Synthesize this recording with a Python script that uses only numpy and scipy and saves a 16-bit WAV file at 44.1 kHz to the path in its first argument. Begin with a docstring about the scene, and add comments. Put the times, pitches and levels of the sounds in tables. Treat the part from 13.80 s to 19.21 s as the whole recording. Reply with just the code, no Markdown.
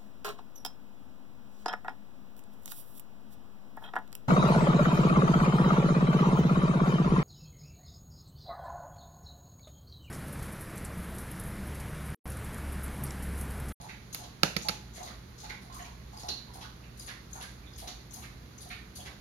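"""Echoing room in a house: a dog laps from its bowl across the room, about three laps a second.
Tongue smacks are cracks, hiss and droplets of filtered noise; splashes are swarms of rising sines in spray;
trapped air gulps as an unsteady sine with a gush of noise; tiny bubbles tick as falling sines.
Near the right port of a phone a small plastic case clicks on a table: noise and a blow through resonances.
The house adds hum tones, rumble and steady hiss."""
import sys
import numpy as np
from scipy import signal
from scipy.fft import rfft, irfft, next_fast_len
from scipy.io import wavfile
from scipy.ndimage import uniform_filter1d, map_coordinates

SR = 44100
rng = np.random.default_rng(int(sys.argv[2]) if len(sys.argv) > 2 else 0)


def transcribe(signal):
    """Save signal, clipped to [-1, 1], as a 16-bit WAV file at the path in sys.argv[1]."""
    frames = np.atleast_2d(signal).T
    limited = np.clip(frames, -1, 1)
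    pcm = np.round(limited * 32767).astype(np.int16)
    wavfile.write(sys.argv[1], SR, pcm)


N = 238472

# tongue on water: t/s, level/dB, top treble/dB, lower resonance/dB, swell/s
TONGUE_SMACKS = [ (0.010, -40.5, 2.5, -0.5, 0.0036), (0.326, -29, 1.5, -7, 0.007),
                 (0.82, -29, -4, -16, 0.0038), (1.128, -37, 0, -8, 0.048), (1.226, -38, 1.5, 4, 0.0084),
                 (1.576, -40.5, -3, -1, 0.014), (1.600, -37.5, 0, -2, 0.0061), (1.818, -52, 9, 5, 0.0047),
                 (1.921, -42, 0, 3, 0.0079), (1.941, -36.5, 6.5, -12, 0.0091),
                 (2.021, -43.5, -23, -5, 0.0088), (2.329, -45.5, -1, 0, 0.0073), (2.366, -43, 4, 0, 0.0088),
                 (2.393, -36, 0.5, 0, 0.0056), (2.734, -43.5, 8.5, 3, 0.013), (3.172, -43, 7, -8, 0.0088),
                 (3.194, -36, 5.5, -3, 0.0043), (3.257, -51, 0, 6, 0.0098), (3.506, -48, 7, -8, 0.0069),
                 (3.53, -34.5, 5, -10, 0.0054), (3.619, -39.5, 1.5, 1.5, 0.0075),
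                 (3.931, -49, -12, -8, 0.0059), (3.956, -42, -3, -19, 0.01), (3.977, -37, 9, 0, .012),
                 (4.306, -39.5, -1, -18, 0.0058), (4.333, -34.5, 8.5, -6, 0.0083), (4.4, -46, 9, -6, .008),
                 (4.778, -38, -4, -14, 0.0063), (4.805, -44, 8.5, 5, 0.0069), (4.886, -47, 10.5, 0, 0.0069),
                 (5.153, -33.5, 6, -3.5, 0.0089)]
# tiny bubbles bursting: t/s, level/dB, f/Hz, t60/s
BUBBLE_TICKS = [ (0.327, -39, 6700, 0.015), (0.823, -37.5, 6740, 0.016), (1.152, -47, 6770, .025),
                (1.229, -43, 6320, 0.032), (1.588, -40.5, 5000, .008), (2.023, -42, 6650, 0.033),
                (2.375, -36, 4630, 0.0097), (2.434, -38, 5240, 0.0099), (2.489, -21.5, 5130, 0.0029),
                (2.737, -43, 4930, 0.0056), (3.199, -35, 4690, 0.012), (3.53, -33.5, 6380, 0.026),
                (3.9345, -43.5, 4820, 0.015), (3.9936, -41, 5140, .008), (4.3415, -35, 6280, .01),
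                (4.346, -38, 4730, .007), (4.335, -42, 10200, .008), (5.17, -42, 4170, .01),
                (5.154, -46, 10100, .008), (5.164, -43, 13500, .008), (4.784, -40.5, 6070, 0.024),
                (4.815, -46, 4620, 0.023), (5.16, -40, 4460, .01), (1.649, -44, 3660, .01),
                (1.662, -56, 2420, 0.0091), (0.0225, -42, 10100, .012), (0.334, -39, 10300, 0.013),
                (1.166, -44, 9500, .015), (1.6125, -49, 10100, .01), (1.946, -46, 10200, .01),
                (2.47, -46, 10300, 0.013), (2.748, -51, 10600, .01), (3.196, -37, 9700, 0.012),
                (3.196, -39, 6660, 0.011), (3.2005, -43, 10000, .008), (3.2635, -37.5, 9900, 0.025),
                (3.269, -41, 6540, 0.018), (3.609, -41, 10340, 0.015), (3.626, -35, 10100, 0.013),
                (3.96, -46, 6500, 0.017), (3.981, -47, 10100, 0.0087), (3.9935, -45, 10400, .008),
                (4.3415, -34, 12300, 0.0077), (4.8175, -40, 10000, 0.029), (5.163, -48, 9650, 0.0091)]
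# bubble swarms: t/s, energy/dB, bubble f/Hz, pitch spread/octaves, spray/dB, length/s
BUBBLE_SPLASHES = [ (0.084, -24.5, 2080, 0.21, -14, .022), (0.43, -30, 3500, 0.37, -2, 0.019),
                   (1.156, -29.5, 2100, 0.1, 2.5, .018), (1.263, -25, 1560, 0.45, -11.5, 0.039),
                   (1.640, -29.5, 1810, 0.37, -5, 0.015), (1.691, -20.5, 1930, 0.25, -11.5, 0.022),
                   (1.987, -29, 1890, 0.14, -9, 0.019), (1.994, -37.5, 2920, 0.062, -19, .018),
                   (2.044, -31.5, 2500, .08, 1, 0.015), (2.483, -15.5, 4175, 0.087, -11, 0.014),
                   (2.807, -26.5, 4260, 0.53, -12, .025), (2.834, -31, 1390, 0.12, -17, 0.015),
                   (3.031, -38, 2460, 0.072, -24, 0.019), (3.272, -24.5, 4300, 0.29, -11, .02),
                   (3.277, -23.5, 1855, 0.26, -16, 0.031), (3.552, -31.5, 1330, 0.23, -16, 0.021),
                   (3.603, -25.5, 1980, 0.52, -11, 0.023), (3.626, -28, 1840, 0.37, -11, 0.017),
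                   (3.828, -41.5, 2330, 0.12, -29, 0.012), (3.860, -38.5, 3510, 0.029, -23, 0.017),
                   (3.982, -35, 3260, 0.24, -14, 0.025), (4.072, -21.5, 4300, 0.24, -10.5, 0.014),
                   (4.42, -27, 2200, 0.5, -18, 0.03), (4.898, -21.5, 2060, 0.28, -21, .03),
                   (4.9, -30.5, 3600, 0.22, -23, .02), (5.194, -35, 3100, 0.052, -23, 0.017),
                   (5.249, -23.5, 2070, 0.35, -13, .03)]
# droplet spray spectrum: f/Hz, level per Hz/dB
SPRAY_COLOUR = [(300, 15), (1000, 9.5), (2000, 7.5), (4000, 9), (7000, 7.5), (12000, -2)]
# trapped air pockets: t/s, energy/dB, starting f/Hz
AIR_PLOPS = [ (0.0, -24.5, 705), (0.043, -22.5, 797), (0.384, -27.5, 743), (0.412, -27, 697),
             (0.848, -14, 827), (1.174, -24, 671), (1.201, -18, 729), (1.633, -22, 820),
             (1.706, -27.5, 958), (1.844, -31.5, 710), (1.898, -25.5, 970), (1.944, -27, 1130),
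             (1.962, -26, 976), (1.995, -22, 720), (2.047, -27.5, 976), (2.329, -24.5, 846),
             (2.431, -17.5, 734), (2.488, -30, 975), (2.678, -30.5, 838), (2.752, -23.5, 768),
             (2.811, -28, 889), (2.833, -31, 1126), (3.297, -31.5, 1084), (3.552, -23, 795),
             (4.02, -21.5, 724), (4.055, -31, 790), (4.347, -32, 843), (4.362, -29.5, 692),
             (4.853, -26.5, 690), (5.185, -24.5, 654), (5.249, -30, 544)]
# bowl resonances: f/Hz, width/Hz, level/dB
BOWL_MODES = [(720, 31, 9), (846, 18, 8), (967, 12, 6), (1094, 5.1, 15)]
# case on table: t/s, energy/dB, table thump level/dB, top treble/dB, contact length/s,
# favoured ring f/Hz, its width/Hz, its level/dB, modes under 1.7 kHz/dB
CASE_CLICKS = [ (0.3462, -6, -47, 12.5, 0.0021, 12300, 2500, -4, -7),
               (0.6323, 7, -22, -9, 0.0033, 2580, 450, 1, 2),
               (0.7649, -3.5, -26, -19, 0.005, 2100, 350, 10, -8.5),
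               (0.7718, -17, -52, -14, 0.0024, 4700, 400, 11, 0),
               (0.813, -23, -40.5, -9, 0.005, 2000, 200, -2, -1),
               (0.8849, -3.5, -59, 5, 0.004, 4450, 350, 3, -13.5),
               (0.8883, -6, -52, 1, 0.004, 4700, 400, 7, -1),
               (0.8922, -6.5, -33, -1, 0.006, 1310, 150, 6, -3)]
# plastic case resonances: f/Hz, width/Hz, level/dB
CASE_MODES = [(560, 55, 6), (820, 160, 9.5), (1337, 160, 13.5), (1610, 110, 9), (2200, 220, 9),
              (2690, 300, 2.5), (3800, 260, 2.5), (4450, 430, 7.5), (5140, 300, 11), (6500, 980, -5)]
# what the case sends to the walls over what it sends to the phone: f/Hz, level/dB
CASE_WALLWARD = [(300, 15), (600, 8), (1300, 1), (2000, -1), (2700, 3.5), (4400, -3), (5500, -4.5),
                 (6500, 3), (10000, -0.5)]
# table top modes: f/Hz, level/dB, t60/s
TABLE_MODES = [(177, 9, 0.041), (349, -4, 0.038), (460, 4, 0.021)]
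# reverberation: f/Hz, t60/s
ROOM_T60 = [(300, 0.34), (1000, 0.37), (4000, 0.46), (10000, 0.36), (15000, 0.28)]
# left-right likeness of diffuse sound: f/Hz, correlation/1
PORT_LIKENESS = [(60, 0.98), (130, 0.95), (290, 0.82), (640, 0.14), (1400, 0.064), (15000, 0.0095)]
# background noise spectrum, relative: f/Hz, level per Hz/dB
AIR_COLOUR = [(25, 3), (55, 2), (76, 3), (100, -8.5), (150, -3.5), (200, -4), (260, -10.5), (404, -15),
              (575, -20.5), (1090, -23), (2100, -25.5), (2790, -32), (7000, -33.5), (9100, -83)]
# hum tones: f/Hz, level/dB, wavering/dB
HUM_TONES = [(52.2, -60.5, 1.5), (58.7, -57.5, 2.5), (120, -56.5, 0.4)]
# response common to both ports: f/Hz, level/dB
PHONE_COLOUR = [(20, -48), (33, -25), (40, -4), (48, -1), (3100, 3.5), (4300, 7), (5600, 3), (6600, 0.5),
                (7400, -9), (8300, -18.5), (9300, -2), (10300, 3.5), (13000, 2), (15000, -10)]
# left port minus right port: f/Hz, level/dB
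PORT_DIFFERENCE = [(60, -1), (160, -2.5), (270, -3.5), (450, -6), (740, -3.5), (1220, -8.5), (2010, -6.5),
                   (3330, -9.5), (4500, -9.5), (5500, 3.5), (6600, 15.5), (9080, 7), (12000, 1.5),
                   (15000, 1.5)]

CRACK_DB = 1  # gain of the first crack
# stray ticks after a smack: highest level over it, centre pitch, full spread, time span
STRAY_DB, STRAY_HZ, STRAY_OCTAVES, STRAY_S = -11, 7000, 1.6, .08
PLOP_T60_S = 0.071
BLOW_DB = 14  # gain of the hard blow
MODE_BLUR = 3.5  # width factor: from all sides at once the case modes run together
EARLY_DB, EARLY_T60_S = -7.5, 0.037  # near walls and floor over the late tail
AIR_DB, TOP_HISS_DB = -49, -66
HUM_DRIFT_RAD = .4
TOP_HZ = 15900


def amp(db):
    """Amplitude factor of a level in dB."""
    return 10 ** (np.asarray(db) / 20)


def unit(x):
    """x scaled to rms 1."""
    return x / np.sqrt(np.mean(x ** 2) + 1e-20)


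def energy(x, db):
    """x scaled to the given total energy."""
    return amp(db) * x / np.linalg.norm(x)


def along(points, f_hz):
    """(f/Hz, value) points interpolated on a log frequency axis."""
    point_hz, value = np.transpose(points)
    return np.interp(np.log(f_hz + 1), np.log(point_hz + 1), value)


def filtered(x, response):
    """x times a complex response of frequency."""
    n = x.shape[-1]
    padded = next_fast_len(n + 4096)
    f_hz = np.fft.rfftfreq(padded, 1 / SR)
    return irfft(rfft(x, padded) * response(f_hz), padded)[..., :n]


def peak(f_hz, centre_hz, width_hz):
    """Causal second-order resonance, gain 1 at its centre."""
    damping = 1j * f_hz * width_hz
    return damping / (centre_hz ** 2 - f_hz ** 2 + damping)


def treble(f_hz, top_db):
    """Shelf stepping between 7.5 and 9 kHz."""
    return amp(along([(7500, 0.0039), (9000, top_db)], f_hz))


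def burst(t_s, length_s, rise_s):
    """Puff of noise: envelope and flat spectrum are imposed in turn."""
    fade = amp(-15 * (t_s / max(length_s, .001)) ** 2) * (1 - np.exp(-t_s / rise_s))
    even = rng.standard_normal(len(t_s))
    for _ in range(6):
        envelope = np.sqrt(np.abs(uniform_filter1d(even ** 2, size=24)) + 1e-20)
        z = rfft(even / envelope * fade)
        even = irfft(z / np.abs(z), len(t_s))
    even = even * np.sqrt(np.sqrt(fade))
    return even * np.linalg.norm(fade) / np.linalg.norm(even)


def smacks(t_s):
    """The flat of the tongue cracks on the surface, the water tears open with a hiss, droplets crackle after."""
    out = []
    for at_s, level_db, top_db, body_db, swell_s in TONGUE_SMACKS:
        sparse = rng.standard_normal(len(t_s)) * (rng.random(len(t_s)) < .02)
        drops = sparse * amp(3.5 - 60 * t_s / 0.3) * (1 - np.exp(-t_s / swell_s))
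        tear = rng.standard_normal(len(t_s)) * 0.24 * t_s / swell_s * np.exp(-t_s / swell_s)
        crack = amp(CRACK_DB) * burst(t_s, 1.32 * swell_s, rise_s=2.3 * swell_s)

        def colour(f_hz):
            body = peak(f_hz, 7070, 3730) ** 2 + amp(body_db) * peak(f_hz, 4740, 3100) ** 2
            body = np.abs(body + 0.8 * peak(f_hz, 6440, 330))
            upper = 0.62 * np.abs(peak(f_hz, 8020, 800))
            top = 0.19 * np.abs(peak(f_hz, 15500, 4800)) ** 2
            return treble(f_hz, top_db) * (body + upper + top)

        out.append((at_s, amp(level_db) * filtered(crack + tear + drops, colour)))
    return out


def ticks(t_s, count=5):
    """A tiny bubble bursts at the surface: a decaying sine falling in pitch; stray ones follow every smack."""
    stray = []
    for smack_s, smack_db, *_ in TONGUE_SMACKS:
        for u, v, w in rng.random((count, 3)):
            pitch_hz = STRAY_HZ * 2 ** (STRAY_OCTAVES * (w - .5))
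            stray.append((smack_s + STRAY_S * u, smack_db + STRAY_DB - 10 * v, pitch_hz, 0.011))
    out = []
    for at_s, level_db, pitch_hz, t60_s in BUBBLE_TICKS + stray:
        fade = amp(level_db - 60 * t_s / t60_s) * (1 - np.exp(-8 * t_s / t60_s))
        bent_s = t_s + 0.0002 * (1 - np.exp(-t_s / 0.0011))  # pitch starts high
        out.append((at_s, fade * np.sin(2 * np.pi * pitch_hz * bent_s)))
    return out


def splashes(t_s, count=36):
    """Small bubbles, each rising in pitch as it dies, in a puff of spray; the earliest are fainter."""
    out = []
    for at_s, energy_db, mean_hz, octaves, spray_db, length_s in BUBBLE_SPLASHES:
        start, size = rng.random((2, count, 1))
        age_s = np.clip(t_s - length_s * start, 0, None)
        share = (np.arange(count)[:, None] + rng.random((count, 1))) / count
        crowded = np.log(share / (1 - share + 1e-3) + 1e-3)  # pitches crowd round the middle
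        pitch_hz = mean_hz * 2 ** (octaves / 2 * crowded)
        # bubbles of like size ring on together for more cycles
        life_s = 5.74 / (2.7 * np.abs(octaves) + 0.21) / pitch_hz
        growth = np.clip(start / 0.1, .1, 1)
        fade = growth * amp(-11 * size - 30 * age_s / life_s) * (1 - np.exp(-age_s / 0.0012))
        cycles = pitch_hz * age_s * (1 + 0.043 * age_s / life_s)
        bubbles = fade * np.sin(2 * np.pi * cycles)
        landings = 1. * (rng.random(len(t_s)) < .006)  # droplets land one by one
        patter = unit(0.38 + uniform_filter1d(landings, size=30) * 30)
        puff = burst(t_s, 0.8 * length_s, rise_s=0.71 * length_s) * patter
        spray = amp(spray_db) * filtered(puff, lambda f_hz: amp(along(SPRAY_COLOUR, f_hz)))
        out.append((at_s, energy(bubbles.sum(0) + spray, energy_db)))
    return out


def plops(t_s):
    """The curled tongue traps a large, unsteady bubble with a gush of air; both sound through the bowl."""
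    def bowl(f_hz):
        return 1 + sum(amp(db) * peak(f_hz, mode_hz, width_hz) for mode_hz, width_hz, db in BOWL_MODES)

    out = []
    for at_s, energy_db, pitch_hz in AIR_PLOPS:
        shake_rad = np.cumsum(rng.standard_normal(len(t_s))) * 0.13  # the bubble wall shivers
        bubble = np.sin(2 * np.pi * pitch_hz * t_s * (1 + 1.56 * t_s) + shake_rad)
        noise = rng.standard_normal(len(t_s))
        gush = 3.6 * filtered(noise, lambda f_hz: peak(f_hz, pitch_hz, 295) ** 2)
        fade = amp(-60 * t_s / PLOP_T60_S) * (1 - np.exp(-t_s / 0.0073))
        out.append((at_s, energy(filtered(fade * (bubble + gush), bowl), energy_db)))
    return out


def clicks(t_s):
    """One hard blow and a brief rattle ring the case; the walls get its modes blurred."""
    out = []
    for at_s, energy_db, _, top_db, length_s, ring_hz, ring_width_hz, ring_db, low_db in CASE_CLICKS:
        def shell(f_hz, blur=1):
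            modes = 0
            for k, (mode_hz, width_hz, mode_db) in enumerate(CASE_MODES):
                gain = amp(mode_db + low_db * (k < 4))  # first four lie under 1.7 kHz
                modes = modes + gain * peak(f_hz, mode_hz, blur * width_hz)
            ring = amp(ring_db) * peak(f_hz, ring_hz, ring_width_hz)
            return modes + ring + 1.13 * (treble(f_hz, top_db) - 0.7)

        rattle = burst(t_s, length_s, rise_s=0.00066)
        blow = amp(BLOW_DB) * (np.arange(len(t_s)) == round(.0013 * SR))
        z = rfft(rattle + blow)
        z = z / np.sqrt(uniform_filter1d(np.abs(z) ** 2, size=50))  # drives all modes evenly
        contact = irfft(z, len(t_s)) * (t_s < 2 * length_s)
        direct = energy(filtered(contact, shell), energy_db)
        scattered = filtered(contact, lambda f_hz: np.abs(shell(f_hz, MODE_BLUR)))
        out.append((at_s, direct, scattered))
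    return out


def thumps(t_s):
    """Each blow also pushes the table top, whose modes ring as decaying sines."""
    modes = sum(amp(db - 60 * t_s / t60_s) * np.sin(2 * np.pi * mode_hz * t_s)
                for mode_hz, db, t60_s in TABLE_MODES)
    thump = modes * (1 - np.exp(-t_s / 0.0036))
    return [(at_s, amp(thump_db) * thump) for at_s, _, thump_db, *_ in CASE_CLICKS]


def heard(events, room_db, left_db, lags_s, gap_s, colour=((1, 0),)):
    """Each (t/s, sound[, sound for the walls]) arrives direct at each port's lag, then as diffuse room tail."""
    out = np.zeros((2, N + 2 * SR))
    for at_s, sound, *scattered in events:
        f_hz, t_s, z = signal.stft(rng.standard_normal((2, SR // 2)), SR, nperseg=256)
        alike = np.clip(along(PORT_LIKENESS, f_hz), 0, 1)[:, None]  # long waves reach both ports alike
        z[1] = alike * z[0] + np.sqrt(1 - alike ** 2) * z[1]
        late = amp(-60 * t_s / along(ROOM_T60, f_hz)[:, None])
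        early = amp(EARLY_DB - 60 * t_s / EARLY_T60_S)
        tail = signal.istft(z * (late + early), SR, nperseg=256)[1]
        # first walls answer after a gap
        tail = tail * np.clip(np.arange(tail.shape[1]) / SR / gap_s - 1, 0, 1)
        to_walls = scattered[0] if scattered else sound
        wet = signal.fftconvolve(to_walls[None], tail, axes=1)
        wet = filtered(wet, lambda f_hz: amp(along(colour, f_hz)))
        out[:, round(at_s * SR):][:, :wet.shape[1]] += energy(wet, room_db) * np.linalg.norm(sound)
        for port, lag_s, port_db in zip(out, lags_s, (left_db, 0)):
            port[round((at_s + lag_s) * SR):][:len(sound)] += amp(port_db) * sound
    return out[:, :N]


def house():
    """Rumble alike at both ports, hiss unrelated, and wavering hum tones."""
    def mid_side(f_hz):
        turn_rad = np.arccos(np.clip(along(PORT_LIKENESS, f_hz), -1, 1)) / 2
        return amp(along(AIR_COLOUR, f_hz)) * [np.cos(turn_rad), np.sin(turn_rad)]

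    def waver():
        return map_coordinates(rng.standard_normal(60), [3 * t_s])  # three random points a second

    t_s = np.arange(N) / SR
    mid, side = filtered(rng.standard_normal((2, N)), mid_side)
    air = amp(AIR_DB) * unit(np.array([mid + side, mid - side]))
    hiss = filtered(rng.standard_normal((2, N)), lambda f_hz: amp(along([(5000, -1), (7000, 1.5)], f_hz)))
    hum = 0
    for tone_hz, level_db, waver_db in HUM_TONES:
        level = np.sqrt(2) * amp(level_db + waver_db * waver())
        hum = hum + level * np.sin(2 * np.pi * tone_hz * t_s + HUM_DRIFT_RAD * waver())
    return air + amp(TOP_HISS_DB) * hiss + hum


def scene():
    """Splash and gulp sound inside the bowl, out of direct view; the smack above its rim is drier."""
    t_s = np.arange(SR // 6) / SR
    bowl_lags_s, case_lags_s = (0, .00036), (.0003, 0)  # left, right
    tongue = heard(smacks(t_s), room_db=5.0, left_db=3.0, lags_s=bowl_lags_s, gap_s=0.00085)
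    pops = heard(ticks(t_s), room_db=4.5, left_db=4.5, lags_s=bowl_lags_s, gap_s=0.002)
    water = heard(splashes(t_s), room_db=10.5, left_db=3.5, lags_s=bowl_lags_s, gap_s=0.0022)
    gulps = heard(plops(t_s), room_db=5.5, left_db=1.0, lags_s=bowl_lags_s, gap_s=0.0064)
    case = heard(clicks(t_s), room_db=-5.5, left_db=-9.0, lags_s=case_lags_s, gap_s=0.00037,
                 colour=CASE_WALLWARD)
    table = heard(thumps(t_s), room_db=-7.0, left_db=-2, lags_s=case_lags_s, gap_s=0.0032)
    return tongue + pops + water + gulps + case + table + house()


def record(dry):
    """Each port has its own colour, loud peaks are rounded off, nothing is kept above the band limit."""
    def port_colour(f_hz):
        halves = np.array([[.5], [-.5]])  # left, right
        return amp(along(PHONE_COLOUR, f_hz) + halves * along(PORT_DIFFERENCE, f_hz))

    ports = filtered(dry, port_colour)
    rounded = ports / (1 + np.abs(ports / .95) ** 6) ** (1 / 6)
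    return filtered(rounded, lambda f_hz: f_hz < TOP_HZ)


dry = scene()
out = record(dry)
transcribe(out)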